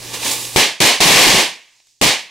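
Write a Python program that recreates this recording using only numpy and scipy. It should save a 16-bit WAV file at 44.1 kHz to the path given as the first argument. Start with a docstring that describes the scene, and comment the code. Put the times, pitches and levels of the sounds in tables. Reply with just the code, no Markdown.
"""Firecrackers in a small bedroom

A fuse hisses and spits, a jet of gas and sparks, over an appliance's low hum. Then a string of
firecrackers goes off: two bursts, a rapid run, and a straggler after a last bit of fuse. Each pressure
pulse sets the room reverberating and overloads the microphone; the gain control ducks and stays down."""
import sys
import numpy as np
from scipy import signal
from scipy.fft import rfft, irfft, next_fast_len
from scipy.io import wavfile
from scipy.ndimage import uniform_filter1d

SR = 44100
rng = np.random.default_rng(int(sys.argv[2]) if len(sys.argv) > 2 else 0)


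def generate_wav(signal):
    """Clip the signal to [-1, 1] and save it as 16-bit WAV at the path in sys.argv[1]."""
    frames = np.transpose(np.atleast_2d(signal))
    scaled = np.clip(frames, -1, 1) * 32767
    pcm = np.round(scaled).astype(np.int16)
    wavfile.write(sys.argv[1], SR, pcm)


N = 101429
T = np.arange(N) / SR
FFT_SIZE = 2 * next_fast_len(N // 2 + 1)
FFT_HZ = np.fft.rfftfreq(FFT_SIZE, 1 / SR)

# the explosions: t/s, level/dB, thump relative to that level/dB
BLASTS = [(.561, 44, 2.5), (.803, 43.5, -1), (0.845, 42, -6.5), (1.004, 46, -2.5), (1.055, 46, -3),
          (1.099, 46.5, -1.5), (1.155, 53, -4.5), (1.207, 45, -4.5), (1.264, 46, 1.5), (1.337, 38, -0.5),
          (1.380, 34.5, -8.5), (2.0129, 47.5, 8)]


def firecrackers():
    """Sudden gas expansion radiates an N-wave; the room's air swings in a low thump and reverberates."""
    onsets, level_db, thump_db = np.transpose(BLASTS)
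    pulse_s, pulse_gain_db = .005, 5.5
    n_waves = np.zeros(N)
    for onset, db in zip(onsets, level_db):
        during = (T >= onset) & (T < onset + pulse_s)
        n_waves += from_db(db + pulse_gain_db) * (1 - 2 * (T - onset) / pulse_s) * during
    ring = reverberation(level_db)
    thump = unit_rms(low_pass(stereo_noise(), hz=258)) * room_decay(level_db + thump_db, t60=.14)
    return n_waves + ring + thump + afterring(level_db)


def reverberation(level_db):
    """The blasts leave a diffuse field, which absorption drains at a different rate in each band."""
    # the room's response to a blast: f/Hz, relative spectral density/dB
    spectrum = [(30, -3), (120, -7.5), (300, 4), (800, 1.5), (1400, 0.5), (2500, -3), (4500, -3),
                (8000, -7), (15000, -12.5)]
    # reverberation time: f/Hz, T60/s
    decay_times = [(50, 0.079), (130, 0.32), (300, 0.24), (1000, 0.28), (2500, 0.32), (5000, 0.31),
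                   (9000, 0.28), (15000, .23)]
    centres, t60s = np.transpose(decay_times)
    field = rfft(unit_rms(colour(stereo_noise(), spectrum)), FFT_SIZE)
    ring = np.zeros((2, N))
    for weights, t60 in zip(np.eye(len(t60s)), t60s):
        band_gain = at_hz(np.c_[centres, weights], FFT_HZ)   # overlapping triangular bands
        ring += irfft(field * band_gain, FFT_SIZE)[:, :N] * room_decay(level_db, t60)
    return ring


def afterring(level_db):
    """Something metal in the room rings on faintly, outlasting the main reverberation."""
    # the lingering ring: f/Hz, relative spectral density/dB
    spectrum = [(200, -9), (600, -8.5), (1500, -4), (2500, -2.5), (4000, -8), (10000, -23.5)]
    return unit_rms(colour(stereo_noise(), spectrum)) * room_decay(level_db - 32.5, t60=.73)


def room_decay(level_db, t60):
    """Incoherent blasts add in energy, which decays exponentially; the envelope is its square root."""
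    onsets = np.array(BLASTS)[:, 0]
    energy_in = np.bincount((onsets * SR).astype(int), from_db(level_db) ** 2, N)
    retained = from_db(-120 / (t60 * SR))
    return np.sqrt(signal.lfilter([1], [1, -retained], energy_in + 1e-18))


def main_fuse():
    """Combustion noise in two bands, body and treble, flares and subsides before the first blast."""
    # course of the burn: t/s, relative body level/dB, relative treble level/dB
    burn = [(0.0, -37, -41), (0.128, -33, -37), (0.14, -26, -31), (0.192, -32, -36), (0.268, -19, -24),
            (0.274, -21, -23), (0.308, -23, -26), (0.316, -23, -21), (0.372, -28, -29), (0.446, -33, -30),
            (0.518, -36, -36), (0.545, -34, -33)]
    # body of the hiss: f/Hz, relative spectral density/dB
    body_spectrum = [(30, -7), (120, 3.5), (210, 3.5), (290, 5.5), (480, 4), (700, -1.5), (1000, 3),
                     (2000, -3), (4000, -1), (7000, -5.5), (15000, -17)]
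    # treble of the hiss: f/Hz, relative spectral density/dB
    treble_spectrum = [(2000, -17.5), (5000, -2), (8000, 1), (11000, 0), (15500, -1)]
    body_db, treble_db = in_time(burn)
    body = from_db(body_db + .5) * sizzle(body_spectrum)
    treble = from_db(treble_db + 6) * sizzle(treble_spectrum)
    return (body + treble) * (T < .57)   # burnt out at the first blast


def last_fuse():
    """Combustion noise, thinner in tone, leads to the straggler."""
    # course of the burn: t/s, relative level/dB
    burn = [(1.4, -30), (1.7, -24), (1.78, -23), (1.85, -25), (1.89, -22), (1.95, -26), (2.01, -28)]
    # the thin hiss: f/Hz, relative spectral density/dB
    spectrum = [(100, -16), (600, -17), (1500, -19), (2600, -12), (4500, 0), (7200, 2), (10000, -10),
                (15000, -12)]
    level_db, = in_time(burn)
    lit_s = burn[0][0]
    return from_db(level_db + 4.5) * sizzle(spectrum) * (T > lit_s)


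def fuse_spits():
    """Brief jets from the fuse radiate noise with a sudden onset and an exponential decay."""
    # the spits: t/s, level/dB, T60/s, low-pass cutoff f/Hz
    spits = [(0.14, -26.5, 0.12, 6100), (0.228, -26, 0.11, 5000), (0.315, -18.5, 0.04, 13040),
             (.452, -14, 0.0041, 14300), (1.802, -7.5, 0.014, 3200), (1.871, -9.5, 0.013, 12000)]
    jet = stereo_noise()
    sound = np.zeros((2, N))
    for onset, db, t60, hz in spits:
        envelope = (T >= onset) * from_db(db - 60 * np.clip((T - onset) / t60, 0, 4))
        sound += envelope * unit_rms(low_pass(jet, hz))
    return sound


def sizzle(spectrum):
    """Burning powder radiates the turbulent noise of a gas jet and the shot noise of sparks; rms 1."""
    sparks_per_s, spark_share = 2500, .34   # share of the power
    spark_db = np.minimum(rng.exponential(1, (2, N)), 5)
    amplitudes = from_db(spark_db) * rng.choice([-1, 1], (2, N))
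    sparks = unit_rms(amplitudes * (rng.random((2, N)) < sparks_per_s / SR))
    jet = np.sqrt(spark_share) * sparks + np.sqrt(1 - spark_share) * rng.standard_normal((2, N))
    return unit_rms(colour(early_reflections(stereo(*jet)), spectrum))


def early_reflections(x, count=24, span_s=.03, echo_db=-17):
    """Echoes from walls, floor and ceiling interfere with the direct sound and colour it."""
    delays_s = rng.uniform(.05, 1, count) * span_s
    response = np.zeros(SR // 10)
    response[0] = 1
    response[(delays_s * SR).astype(int)] = rng.choice([-1, 1], count) * from_db(echo_db)
    return signal.fftconvolve(x, response[None], axes=1)[:, :N]


def room_tone(hum_hz=118.6, hum_db=-34, air_db=-35):
    """An appliance's steady vibration radiates a pure tone over dull air noise."""
    # air noise: f/Hz, relative spectral density/dB
    air_spectrum = [(30, 4), (70, 8.5), (180, -3), (380, -4.5), (1000, -21), (4000, -24.5), (15000, -38)]
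    hum = from_db(hum_db) * np.sqrt(2) * np.sin(2 * np.pi * hum_hz * T)
    return hum + from_db(air_db) * unit_rms(colour(stereo_noise(), air_spectrum))


def stereo(mid, side):
    """Two independent signals mix into a partly coherent pair, most alike in the middle frequencies."""
    # likeness of left and right: f/Hz, correlation (0 to 1)
    coherence = [(60, 0.4), (250, 0.7), (500, 0.84), (1000, 0.83), (2800, 0.94), (5000, 0.83), (8000, .66),
                 (14000, .3)]
    alike = at_hz(coherence, FFT_HZ)
    common = rfft(mid, FFT_SIZE) * np.sqrt((1 + alike) / 2)
    opposed = rfft(side, FFT_SIZE) * np.sqrt((1 - alike) / 2)
    return irfft(np.array([common + opposed, common - opposed]), FFT_SIZE)[:, :N]


def stereo_noise():
    """White noise, partly coherent between left and right."""
    return stereo(*rng.standard_normal((2, N)))


def colour(x, spectrum):
    """Minimum-phase filter: folding the cepstrum makes the given magnitude response causal."""
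    size = 2 * next_fast_len(N // 2 + SR // 10)
    magnitude = from_db(at_hz(spectrum, np.fft.rfftfreq(size, 1 / SR)))
    cepstrum = irfft(np.log(magnitude))
    cepstrum[1:size // 2] *= 2
    cepstrum[size // 2 + 1:] = 0
    return irfft(rfft(x, size) * np.exp(rfft(cepstrum)), size)[..., :N]


def low_pass(x, hz):
    """Second-order roll-off above the cutoff."""
    return signal.sosfilt(signal.butter(2, hz, fs=SR, output="sos"), x)


def in_time(rows):
    """Linear interpolation of each column at every sample."""
    times, *columns = np.transpose(rows)
    return [np.interp(T, times, column) for column in columns]


def at_hz(points, hz):
    """Interpolation on a log-frequency axis."""
    f, value = np.transpose(points)
    return np.interp(np.log(np.maximum(hz, 1)), np.log(f), value)


def pan(db):
    """A level difference between the channels gives direction; negative is to the right."""
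    return from_db([[db], [-db]])


def from_db(db):
    return 10 ** (np.asarray(db) / 20)


def unit_rms(x):
    return x / np.sqrt(np.mean(x ** 2) + 1e-20)


def scene():
    """Superposition of fuses, firecrackers and room tone, all slightly right of centre."""
    fuses = main_fuse() + last_fuse() + fuse_spits()
    return firecrackers() * pan(-1) + (fuses + room_tone()) * pan(-1.3)


def gain_control(x, threshold_db=-7, detector_s=.0026, attack_s=.0011, sink_db_per_s=.4):
    """Peak-hold compression: the gain drops within milliseconds, then keeps sinking very slowly."""
    power = uniform_filter1d(np.mean(x ** 2, axis=0), int(detector_s * SR))
    excess_db = np.maximum(10 * np.log10(np.maximum(power, 1e-12)) - threshold_db, 0)
    held_db = np.maximum.accumulate(excess_db - sink_db_per_s * T) + sink_db_per_s * T
    pole = np.exp(-1 / (attack_s * SR))   # this lag lets the first crack through
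    return from_db(-signal.lfilter([1 - pole], [1, -pole], held_db))


def record(dry):
    """The microphone saturates and colours the sound; gain control, clipping and a steep top cut follow."""
    # microphone response: f/Hz, gain/dB
    response = [(25, -14), (60, -17), (130, -10), (250, -5.5), (400, -3), (900, -0.5), (1130, -2.5),
                (1370, -10.5), (1700, -0.5), (2300, 4), (3500, 3), (5000, 1), (7500, 0), (10000, -1.5),
                (15500, -8)]
    ceiling, knee = from_db(31.5), 3.4   # a higher knee clips harder
    overloaded = dry / (1 + np.abs(dry / ceiling) ** knee) ** (1 / knee)
    ducked = colour(overloaded, response) * gain_control(overloaded)
    rumble = from_db(-83.5) * unit_rms(low_pass(stereo_noise(), hz=70))
    top_cut = signal.ellip(12, .1, 70, 15750, fs=SR, output="sos")
    return signal.sosfilt(top_cut, np.clip(ducked + rumble, -1, 1))


dry = scene()
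out = record(dry)
generate_wav(out)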